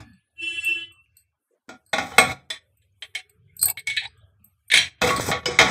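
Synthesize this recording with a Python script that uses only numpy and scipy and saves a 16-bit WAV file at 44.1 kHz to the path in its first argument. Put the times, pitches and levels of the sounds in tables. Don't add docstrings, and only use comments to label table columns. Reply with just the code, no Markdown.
import sys
import numpy as np
from scipy import signal
from scipy.io import wavfile
from scipy.ndimage import uniform_filter1d

SR = 44100
rng = np.random.default_rng(int(sys.argv[2]) if len(sys.argv) > 2 else 0)


def ratio_of_db(decibels):
    return 10 ** (np.asarray(decibels, float) / 20)


def generate_wav(signal):
    frames = np.transpose(np.atleast_2d(signal))
    scaled = np.clip(frames, -1, 1) * 32767
    pcm = np.round(scaled).astype(np.int16)
    wavfile.write(sys.argv[1], SR, pcm)


N = 251370
TIME = np.arange(N) / SR


def band(x, lo_hz, hi_hz, order=2):
    return signal.sosfilt(signal.butter(order, [lo_hz, hi_hz], "band", fs=SR, output="sos"), x)


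def hush(lo_hz, hi_hz):
    x = band(rng.standard_normal(N), lo_hz, hi_hz)
    return x / x.std()


def walk(rate, size=N):
    hold = int(SR / rate)
    draws = rng.standard_normal(size // 400 + 2)[:size // hold + 1]
    steps = np.repeat(draws, hold)
    return 2.0 * uniform_filter1d(uniform_filter1d(steps, hold), hold)[:size]


def complex_walk(rate, other_rate, size=N):
    return walk(rate, size) + 1j * walk(other_rate, size)


def spikes(s, db):
    x = np.zeros(N)
    np.add.at(x, np.clip((np.asarray(s) * SR).astype(int), 0, N - 1), ratio_of_db(db))
    return x


def ring(x, hz, t60):
    r = np.exp(-np.log(1000) / (max(t60, .01) * SR))
    w = 2 * np.pi * hz / SR
    return signal.lfilter([0, r * np.sin(w)], [1, -2 * r * np.cos(w), r * r], x)


def fade(x, tau):
    return signal.lfilter([1], [1, -np.exp(-1 / (max(tau, 1e-4) * SR))], x)


# (time [s], level [dB])
STREET_RUMBLE = [(0, -36), (.28, -83), (.42, -60), (.6, -54), (1.25, -69.5), (1.55, -102), (1.98, -59),
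                 (2.3, -41), (2.44, -68), (3.5, -62.5), (3.65, -45), (3.86, -65), (4.061, -51),
                 (4.7, -70.5), (4.81, -49), (4.98, -61), (5.25, -35), (5.45, -46)]
# (frequency [Hz], level [dB per Hz])
HISS_COLOUR = [(24, -36), (40, -6), (96, 2.5), (213, -25), (1080, -27.5), (2510, -29.5), (6010, -36),
               (8110, -22), (15500, -55.5)]


def street():
    s, deep_db = np.transpose(STREET_RUMBLE)
    mid_db = np.minimum(-46.5 + 0.57 * deep_db, -60)
    out = ratio_of_db(np.interp(TIME, s, deep_db) - 2.5 + 0.63 * walk(22)) * hush(72, 110)
    for lo_hz in (1170, 1450, 2190, 2460, 3040):
        out += ratio_of_db(np.interp(TIME, s, mid_db) - 7.0 + 3.5 * walk(13)) * hush(lo_hz, 1.15 * lo_hz)
    hz, db = np.transpose(HISS_COLOUR)
    for f in 200 * 2 ** np.arange(0, 6.2, .5):
        flicker_db = 2.5 * walk(16)
        hiss_db = np.interp(np.log(f), np.log(hz), db) + 10 * np.log10(f) - 92
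        out += ratio_of_db(hiss_db + flicker_db) * hush(f / 1.1, f * 1.5)
    return out


# (time [s], length [s], frequency [Hz], level [dB])
FAR_SCRAPS = [(0, 0.19, 1700, -67.5), (0, 0.2, 4430, -74), (0, 0.7, 9744, -85.5), (0.908, 0.13, 1175, -71),
              (1.04, 0.068, 2770, -74), (1.684, 0.097, 249, -50.5), (3.009, 0.91, 417.5, -73),
              (3.753, 0.62, 426, -72), (3.362, 0.66, 133.6, -63), (4.107, 0.29, 1630, -78.5),
              (4.211, 0.14, 630, -73.5), (4.212, 0.031, 3760, -76), (4.399, 0.11, 198, -68),
              (5.202, 0.19, 129.8, -42), (3.64, .1, 420, -56), (3.885, .11, 110, -58), (2.6, .16, 520, -77),
              (3.48, .09, 2200, -70)]
# (time [s], length [s], start frequency [Hz], end frequency [Hz], level [dB])
LID_GULPS = [
    (0, .2, 300, 150, -54),
    (1.501, 0.081, 410, 560, -68.5),
    (3.665, 0.06, 760, 930, -46),
    (4.015, 0.07, 790, 880, -52),
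    (3.735, 0.061, 770, 920, -66),
]


def scraps():
    out = np.zeros(N)
    steady = [(s, length, hz, hz, db) for s, length, hz, db in FAR_SCRAPS]
    for start, length, from_hz, to_hz, db in steady + LID_GULPS:
        first = int(max(start, 0) * SR)
        share = np.linspace(0, 1, int(length * SR))
        tone = np.exp(2j * np.pi * np.cumsum(from_hz + (to_hz - from_hz) * share) / SR)
        hurry = 3 if length < .25 and to_hz > 300 else 1
        wander = complex_walk(100, 100, size=SR)[::hurry][:len(share)]
        waver = (.3 if db < -25 else 2.5) + wander
        lean = 0.25 if from_hz >= to_hz else .9
        swell = np.sqrt(np.sin(np.pi * share ** lean).clip(0))
        out[first:first + len(share)] += ratio_of_db(db) * swell * (tone * waver).real
    return out


HORN_HZ = 335.85
# (time [s], level [dB])
HORN_LEVEL = [
    (.36, -74),
    (.405, -43),
    (.52, -31),
    (0.554, -41),
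    (0.597, -28),
    (0.624, -41.5),
    (.69, -29),
    (.75, -37.5),
    (0.919, -63),
]
# (multiple of HORN_HZ [1], level [dB])
HORN_PARTIALS = [(1, -21), (2, -47), (3, -51), (4, -38), (5, -23), (6, -28), (7, -29), (8, 0), (9, -7),
                 (10, -20), (11, -38), (12, -33), (13, -34), (14, -49), (15, -52), (16, -32), (17, -42),
                 (18, -45), (19, -43), (20, -42), (21, -31), (22, -33), (23, -31), (24, -35), (25, -38),
                 (26, -31), (27, -38), (28, -34), (29, -38), (30, -42), (31, -41), (32, -45), (33, -47),
                 (35, -53)]
# (time [s], half width [s], depth [dB])
FUNDAMENTAL_DIP = (.628, 0.035, -36)
# (start time [s], fall [dB per s])
UPPER_FADE = (0.66, 63)
# (time [s], half width [s], level [dB])
RELEASE_RASP = (0.84, .05, 15)


def horn():
    def bump(time_s, half_width_s, db):
        return db * np.exp(-((t - time_s) / half_width_s) ** 2)

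    s, main_db = np.transpose(HORN_LEVEL)
    t = TIME[:3 * SR // 2]
    lines = dict(HORN_PARTIALS)
    out = np.zeros(len(t))
    dying = np.clip(t - s[-1], 0, None)
    # start, then attack, hold and release lengths [s]
    corners_s = np.cumsum([0.3734, 0.056, 0.38, 0.13])
    blown = np.interp(t, corners_s, [-29, 0, 0, -26])
    blowing = blown + 9.9 - 300 * dying
    next_db = blown - 40.5
    fade_start_s, fall_db_per_s = UPPER_FADE
    high_db = blown - 63 - fall_db_per_s * np.clip(t - fade_start_s, 0, None)
    root_db = blown - 51.5 + bump(*FUNDAMENTAL_DIP)
    for k, db in lines.items():
        echo = 1.4 * complex_walk(55.24, 33.67, size=len(t))
        if k == 8:
            level, echo = np.interp(t, s, main_db) - 85 * dying, 0.89 * echo
        elif k in (9, 10):
            level, echo = next_db + db - lines[9] - 230 * dying, 0.67 * echo
        elif k > 10:
            level = high_db + db - lines[8] + 26 - 300 * dying
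        elif k == 1:
            level, echo = root_db - 300 * dying, 0.35 * echo
        else:
            level = db - lines[8] - 48.0 + blowing
        size = uniform_filter1d(ratio_of_db(level), size=400) * (1 + echo)
        turns = k * HORN_HZ * t + rng.random()
        out += np.sqrt(2) * (size * np.exp(2j * np.pi * turns)).real
    rasp_db = next_db + bump(*RELEASE_RASP)
    buzz = ratio_of_db(blowing - 74) * hush(250, 4200)[:len(t)]
    buzz += ratio_of_db(rasp_db - 23 - 300 * dying) * hush(2550, 3700)[:len(t)]
    buzz += ratio_of_db(high_db - 10 - 300 * dying) * hush(7000, 9000)[:len(t)]
    return np.pad((out + buzz) * (t > s[0]), (0, N - len(t)))


# (time [s], peak level [dB], sharpness [dB])
WEIGHT_TICKS = [(0.1326, -54, -8), (0.645, -32, 5), (0.9193, -60, 4), (1.167, -43.5, -0.5), (1.192, -55, 4),
                (1.8617, -44.5, -1.5), (1.929, -32, -9), (2.183, -10.5, -1), (2.7711, -47, 9),
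                (3.1484, -39.5, 0), (3.2947, -46, 3.5), (3.5655, -43, 9.5), (3.5915, -31.5, -1.5),
                (3.6135, -19.5, -1), (3.6223, -21.5, 0), (3.6267, -9, 3), (3.655, -11, 7.5),
                (3.6827, -23, 6.5), (3.6992, -17, 5.5), (3.7134, -32, -2), (3.7922, -33.5, -3.5),
                (4.0722, -41.5, -16.5), (4.1744, -43, 3), (4.442, -41, 12), (4.68, -60, 10),
                (4.716, -31, 0), (5.1617, -24.5, -8), (5.4551, -38.5, -4), (5.59, -33.5, 2)]
# (frequency [Hz], width [Hz], level [dB])
WEIGHT_MODES = [(4300, 60, -5), (4840, 38, -9), (7110, 73, -23), (7800, 47, -2), (8270, 44, 0),
                (8770, 44, -11), (9230, 40, -18), (12100, 58, -21), (12600, 75, -3), (12900, 60, -14),
                (13300, 110, -10), (13500, 31, -14), (13700, 43, -17), (14800, 54, -12)]
# (lowest frequency [Hz], highest frequency [Hz])
WEIGHT_CLUSTERS = [(3800, 6000), (7000, 10500), (11300, 15600)]


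def weight():
    s, db, sharp = np.transpose(WEIGHT_TICKS)
    top_db, low_db = -4 + sharp, -7 - 1.4 * sharp
    luck_db = 4 * rng.standard_normal((len(s), len(WEIGHT_MODES)))
    late_s = 0.0039 * rng.random(luck_db.shape)
    out = np.zeros(N)
    for (lo_hz, hi_hz), colour_db in zip(WEIGHT_CLUSTERS, [low_db - 2, -5, top_db - 1.5]):
        part = ratio_of_db(-15.0) * hush(lo_hz, hi_hz) * fade(spikes(s, db + colour_db), 0.005)
        for m, (hz, width_hz, mode_db) in enumerate(WEIGHT_MODES):
            if lo_hz < hz < hi_hz:
                drive = spikes(s + late_s[:, m], db + colour_db + luck_db[:, m])
                part += ratio_of_db(1.2 * mode_db + 2) * ring(drive, hz, 1.4 / width_hz)
        out += band(part, lo_hz, hi_hz, order=3)
    return out


# (time [s], frequency [Hz], peak level [dB], t60 [s])
CLEAN_BELL = [
    (5.103, 1116, -17, .4),
]
# (time [s], frequency [Hz], peak level [dB], t60 [s])
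SINGLE_MODES = [(0.641, 8840, -42.5, 0.28), (0.641, 9200, -49.5, 0.14), (1.933, 798, -22, 0.18),
                (1.935, 2500, -19, 0.046), (1.983, 790, -17, .13), (1.983, 1460, -16, 0.08),
                (1.985, 2210, -27, 0.097), (2.182, 2200, -13, 0.25), (2.1815, 2150, -6, .03),
                (2.29, 760, -27, .2), (1.933, 1500, -20, .07), (4.74, 1500, -17, .06),
                (2.183, 2590, -9.5, 0.14), (2.182, 1430, -5, 0.04), (2.295, 2200, -25, 0.16),
                (3.592, 4240, -43.5, .3), (3.592, 4850, -47, .2), (3.612, 4200, -31, 0.32),
                (3.68, 4850, -39, 0.36), (3.6289, 1410, -28.5, 0.023), (3.6289, 2350, -31.5, 0.017),
                (3.629, 4280, -33, 0.22), (3.657, 4410, -29, 0.14), (3.6605, 1637, -38.5, 0.28),
                (3.682, 2260, -34.5, 0.3), (3.682, 2686, -37.5, .5), (3.682, 3430, -41.5, 0.12),
                (3.871, 2221, -20, 0.32), (3.897, 2221, -19.5, 0.21), (3.897, 3470, -26, 0.077),
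                (3.87, 880, -47.5, 0.19), (3.972, 3880, -23.5, 0.12), (4.052, 3880, -29.5, 0.17),
                (3.972, 2560, -22, 0.16), (3.972, 1748, -24, 0.11), (4.772, 3170, -14.5, 0.22),
                (4.772, 3950, -18, .15), (5.024, 494, -18.5, 0.43), (5.03, 2200, -27, 0.28),
                (5.09, 2700, -17, 0.059), (2.183, 1136, -11.5, .1), (5.316, 2200, -24, 0.2),
                (5.34, 495, -29, 0.294), (5.457, 4940, -20, 0.12), (5.458, 5220, -30, .25),
                (5.457, 2994, -13.5, 0.053), (5.46, 2205, -29, 0.4), (5.46, 486, -23.5, 0.37),
                (5.181, 263, -20, 0.056), (5.197, 480, -10.5, 0.018), (5.198, 1400, -16, 0.014),
               (5.198, 900, -13, 0.015), (5.201, 148, -20.5, 0.057), (5.278, 249, -21.5, .05),
               (5.287, 438, -14, 0.038), (5.291, 810, -14, 0.021), (5.302, 684, -13, 0.024),
               (5.304, 190, -13.5, 0.038), (5.325, 733, -22, 0.04), (5.483, 375, -17, 0.064),
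               (5.198, 1850, -22, .012), (5.316, 1940, -16, .05), (5.588, 2100, -2, .03),
               (5.6, 651, -15, .3), (1.94, 250, -33, .3), (1.985, 265, -32, .3), (2.186, 250, -23, .3),
               (2.182, 720, -5, .04), (2.135, 765, -33, .15), (1.69, 1420, -40, .15),
               (1.691, 680, -39, .15), (1.693, 330, -41, .15), (1.933, 1100, -22, .07),
               (4.72, 1750, -19, .15), (3.603, 135, -42, .08), (3.626, 135, -33, .07),
               (3.65, 120, -36, .08), (3.683, 115, -38, .12),
                (4.717, 10300, -28, .05), (4.737, 10300, -26, .05), (4.757, 10300, -27, .04),
              (4.757, 6500, -26, .05), (4.757, 5050, -26, .06), (4.716, 9090, -25, .1),
              (4.772, 9090, -23, .1), (4.739, 9090, -25, .12), (4.716, 12600, -36, .12),
              (4.79, 5750, -32, .3), (0, 1720, -55, 1.3), (0, 2500, -61, 1.1), (0, 3500, -62, .9),
              (5.16, 14900, -40, .12), (5.16, 4600, -34, .12), (5.385, 8900, -50, .06),
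              (4.679, 9000, -48, .08), (4.668, 2340, -62, .1), (4.72, 2240, -13, .15),
              (4.717, 3700, -12, .08), (4.739, 2140, -6, .04), (4.739, 3400, -11, .05),
              (4.752, 2200, -12, .08), (4.763, 3500, -14, .04), (4.773, 7900, -31, .08),
              (2.503, 3478, -19, .12), (2.503, 3946, -24, .05), (2.505, 5050, -32, .1),
              (3.023, 3176, -26, .05), (3.151, 2202, -25, .2), (3.151, 3140, -25, .09),
              (3.15, 5700, -33, .05), (2.925, 6500, -54, .015), (1.06, 2500, -56, .012),
              (2.128, 3050, -41, .12), (5.02, 2570, -17, .1)]


def pings():
    out, t = np.zeros(N + SR), TIME[:SR // 2]
    beating = 0.33 * complex_walk(104, 88)
    for k, (s, hz, db, t60) in enumerate(CLEAN_BELL + SINGLE_MODES):
        soft_start = -np.expm1(-t / min(.002, t60 / 30))
        stifled_db = 20 * (t / (.3 * t60)) ** 4
        size = soft_start * ratio_of_db(db - 60 * t / t60 - stifled_db)
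        waver = np.roll(beating, -4000 * k)[:len(t)] * np.clip(t / .02, 0, 1)
        waver = waver * (k >= len(CLEAN_BELL))
        first = int(s * SR)
        out[first:first + len(t)] += size * ((1 + waver) * np.exp(2j * np.pi * hz * t)).imag
    return out[:N]


# (time [s], peak level [dB], favoured mode [Hz], passed to the stove [dB], hardness [dB])
STOVE_KNOCKS = [(0.0034, -39, 1630, 2, -10.5), (1.69, -31, 1410, -1, -13.5), (1.9312, -11, 770, -4, -20),
                (1.935, -15, 2500, -35, -26.5), (1.982, -12, 813, -6.5, -18.5), (2.1175, -34, 1390, 3, -29),
                (2.1396, -41.5, 762, -7, -24.5), (2.1816, 1.5, 700, -8, -20.5),
                (2.2966, -33, 762, -14, -14), (3.6287, -32, 1798, -7.5, -11.5),
                (3.682, -28, 2573, -6.5, -26.5), (5.017, -9, 500, -5, -19.5), (5.0904, -17, 1125, -16, -20),
                (5.1046, -25, 1125, 0, -22.5), (5.1966, -25.5, 1690, -14, -16.5),
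                (5.3142, -7, 2205, -8, -26), (5.457, -16.5, 4780, -5.5, -9.5),
                (5.505, -28, 490, -7.5, -17.5), (5.5883, 2.5, 1950, -8.5, -17.5),
                (5.6124, -4.5, 1000, -4.5, -18)]
# (time [s], peak level [dB], favoured mode [Hz], thud of the hand [dB], hardness [dB])
HAND_CLINKS = [(2.5017, -15, 3470, -19, -13.5), (2.8182, -44, 3160, -29, -14.5),
               (3.022, -22, 3160, -20, -19), (3.15, -15, 2276, -23, -17), (3.7695, -22, 2220, -43, -33),
               (3.8708, -18, 2220, -32, -8.5), (3.8984, -16.5, 2340, -43, -19),
               (3.9094, -30.5, 2220, -35, -27.5), (3.965, -14.5, 2200, -55, -20),
               (3.9713, -11.5, 3470, -43, -41.5), (4.0343, -26.5, 2220, -25, -22),
               (4.0506, -20.5, 3910, -25.5, -29), (4.7002, -17.5, 2220, -43.5, -24),
               (4.715, -7, 2220, -44, -28), (4.7386, -2, 3160, -25, -18), (4.758, -17, 2220, -20.5, -6),
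               (4.7725, -4, 3160, -50, -16.5)]


def blows():
    knocks = [row + (1,) for row in STOVE_KNOCKS]
    clinks = [row + (0,) for row in HAND_CLINKS]
    return np.transpose(sorted(knocks + clinks))


LIFT_S, LAND_S = 2.6, 5.0
# (lowest frequency [Hz], highest frequency [Hz])
LID_BANDS = [(60, 300), (300, 1700), (1400, 4500), (4500, 7400), (7400, 11300), (11300, 15600)]
# (time [s], length [s], start level [dB], end level [dB], speed as hiss [dB])
LID_SLIDES = [
    (2.006, 0.1, -41.5, -48, -9.5),
    (2.099, .075, -42.5, -42, -10.5),
    (2.238, .085, -35.5, -30.5, -16),
    (4.71, .075, -24, -17, -17),
    (4.771, 0.13, -20.5, -45.5, -17),
    (5.015, .17, -18, -30.5, -13.5),
    (5.193, 0.12, -34, -29, -3.5),
    (5.46, .125, -30, -39, -8),
    (5.6, .11, -21, -31, -11),
]


def slide_db():
    out = np.full((len(LID_BANDS), N), 1e-7)
    for start, length, from_db, to_db, hiss in LID_SLIDES:
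        low = -23 if LIFT_S < start < LAND_S else -4
        nearest_end_s = np.minimum(TIME - start, start + length - TIME)
        edge = np.clip(nearest_end_s / 0.0075 + .5, 0, 1)
        size = edge * ratio_of_db(np.interp(TIME, [start, start + length], [from_db, to_db]))
        colour_db = np.array([low - 6, low, 0, 0.86 * hiss - 1.5, hiss, hiss - 8 + .4 * low])
        out += ratio_of_db(colour_db)[:, None] * size
    return 20 * np.log10(out)


def scrape():
    contacts = spikes(rng.random(6000) * N / SR, 4.0 * rng.exponential(size=6000))
    grit = fade(contacts, 0.0046)
    return ratio_of_db(slide_db()) * grit / np.sqrt(np.mean(grit ** 2))


def contact(s, blow_db, rub):
    crack_db = [-9.5, -7.0, -8.0, -4.0, -11, -4.0]
    rub_db = [-1.0, -2, -6.0, -2.0, -7, -1.5]
    parts = []
    for k, tau in enumerate([0.039, 0.0099, 0.0088, 0.0077, .004, 0.0056]):
        crack = ratio_of_db(crack_db[k]) * fade(spikes(s, blow_db[k]), tau)
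        parts.append(hush(*LID_BANDS[k]) * (crack + ratio_of_db(rub_db[k]) * rub[k]))
    return parts


# (frequency [Hz], level [dB], t60 [s])
LID_MODES = [(1798, -11, 0.11), (2205, -6, 0.25), (2573, -13, 0.16), (2972, -24, 5.0), (3160, -15, 0.12),
             (3300, -21, 5.0), (3472, -7, 0.19), (3914, -17, 0.49), (4129, -13, 0.12), (5044, -21, 0.16),
             (5496, -34, 5.0), (5577, -34, 5.0), (5652, -26, 0.28), (6272, -28, 0.23), (6492, -27, 1.1),
             (7187, -29, 0.11), (7741, -15, 0.073), (7940, -22, 0.089), (8312, -36, 0.93),
             (9087, -22, 0.053), (9674, -44, 0.076), (10890, -35, 0.22)]
# (frequency [Hz], level [dB], t60 [s])
STOVE_MODES = [(500, -15, 0.21), (644, -5.5, 0.63), (746.9, -2.5, 0.28), (813, -8.5, 0.41), (909, -24, 5.0),
               (1125, -5.5, 0.61), (1310, -11, 5.0), (1410, -6, 0.57), (1455, -13, 5.0)]


def lid():
    s, mid, favourite_hz, low, hard, knock = blows()
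    tilt_db = np.where(knock, 4, -2.5)
    upper, top = hard + tilt_db, hard - tilt_db
    in_hand = 1 - knock
    blow_db = [mid + low - 14 - 10 * in_hand, mid + low, mid,
               mid + upper, mid + top, mid + top - 8 - 11 * in_hand]
    rub = scrape()
    parts = contact(s, blow_db, rub)
    down = (TIME < LIFT_S) | (TIME > LAND_S)
    stove_damps_db = -4.5
    lower_group = band(parts[2], 1600, 2560, order=3)
    upper_group = ratio_of_db(stove_damps_db * down) * band(parts[2], 3150, 4400, order=3)
    parts[2] = lower_group + upper_group + (.06 + .4 * down) * parts[2]
    parts[2] += 1.0 * down * band(parts[2], 1500, 1600)
    parts[4] = band(parts[4], 7500, 9200, order=3) + .32 * parts[4]
    modes = LID_MODES + STOVE_MODES
    luck_db = 3.5 * rng.standard_normal((len(s), len(modes)))
    late_s = .004 * rng.random(luck_db.shape)
    ring_db = [-14, -14, -18.0, -4.5, 1.0, -5]
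    for m, (hz, db, t60) in enumerate(modes):
        k = np.searchsorted([hi for _, hi in LID_BANDS], hz)
        favour_db = 9 * np.exp(-(np.log(hz / favourite_hz) / 0.02) ** 2)
        favour_db += stove_damps_db * knock * (3300 < hz < 4500)
        drive = spikes(s + late_s[:, m], blow_db[k] + luck_db[:, m] + favour_db)
        drive += ratio_of_db(-22.5) * rub[k] * rng.standard_normal(N)
        held_t60 = min(t60, .12 * min(1, 4000 / hz))
        parts[k] += ratio_of_db(.55 * db + ring_db[k]) * ring(drive, hz, held_t60)
    return sum(band(x, *edges, order=3) for x, edges in zip(parts, LID_BANDS))


# (frequency [Hz], t60 [s])
ROOM_DECAY = [(100, 0.55), (1000, 0.3), (4000, 0.26), (12000, 0.2)]


def room(x, wet_db):
    t = TIME[:SR // 2]
    hz, t60 = np.transpose(ROOM_DECAY)
    tail = np.zeros(len(t))
    for f in 85 * 2. ** np.arange(8):
        decay = ratio_of_db(-60 * t / np.interp(np.log(f), np.log(hz), t60))
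        tail += band(rng.standard_normal(len(t)), f / 1.525, f * 1.18) * decay
    tail *= np.clip(t / 0.0072, 0, 1)
    return x + ratio_of_db(wet_db) * signal.fftconvolve(x, tail / np.sqrt(np.sum(tail ** 2)))[:N]


# (opening time [s], shutting time [s], level once shut [dB])
SUPPRESSOR_GATE = [(0, 0.027, -8.5), (.35, 0.905, 5.5), (1.151, 1.224, -12), (1.685, 1.758, -8.5),
                   (1.89, 2.325, -9), (2.494, 2.572, -11.5), (3.014, 3.052, -15.5), (3.14, 3.202, -14.5),
                   (3.294, 3.293, -12), (3.554, 3.71, -27), (3.773, 3.8, -18), (3.867, 4.057, -18),
                   (4.433, 4.414, -7.5), (4.675, 4.875, -10), (4.983, 5.392, -9), (5.431, 5.661, 2)]


def gate(fall=0.027):
    db = np.full(N, -12.)
    for opens, shuts, depth_db in SUPPRESSOR_GATE:
        after = TIME >= opens
        db[after] = depth_db * np.clip((TIME[after] - shuts) / fall, 0, 1)
    return db


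# (time [s], level [dB])
TREBLE_GATE = [(5.325, 2), (5.337, -43), (5.452, -40), (5.454, -0.5), (5.462, -5.5), (5.48, -9.5),
               (5.585, -32), (5.587, -1), (5.6, -3), (5.64, -6.5), (5.7, -10)]


def shut_treble(x):
    treble = signal.sosfiltfilt(signal.butter(4, 8300, "high", fs=SR, output="sos"), x)
    return x - treble * (1 - ratio_of_db(np.interp(TIME, *np.transpose(TREBLE_GATE))))


def scene():
    kitchen = room(lid() + weight(), -5.0) + room(pings(), -14)
    kitchen = shut_treble(kitchen)
    return (kitchen * ratio_of_db(gate()) + horn() + street() + scraps())[None]


def roll_off(x):
    return signal.sosfilt(signal.butter(12, 15680, fs=SR, output="sos"), x)


def record(dry):
    hz, _, z = signal.stft(dry[0], SR, nperseg=1024)
    noise_db = np.interp(np.log(hz + 1), np.log([100, 1000, 4000, 15000]), [-100, -99, -100, -100])
    noise = ratio_of_db(noise_db) ** 2
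    power = uniform_filter1d(np.abs(z) ** 2, size=2, axis=1) + 1e-20
    gain = np.clip(1 - noise[:, None] / power, .15, 1)
    x = signal.istft(z * gain, SR, nperseg=1024)[1][:N]
    x = signal.sosfilt(signal.ellip(8, .2, 60, 15650, fs=SR, output="sos"), x)
    return roll_off(np.clip(x, -1, 1)[None])


dry = scene()
out = record(dry)
generate_wav(out)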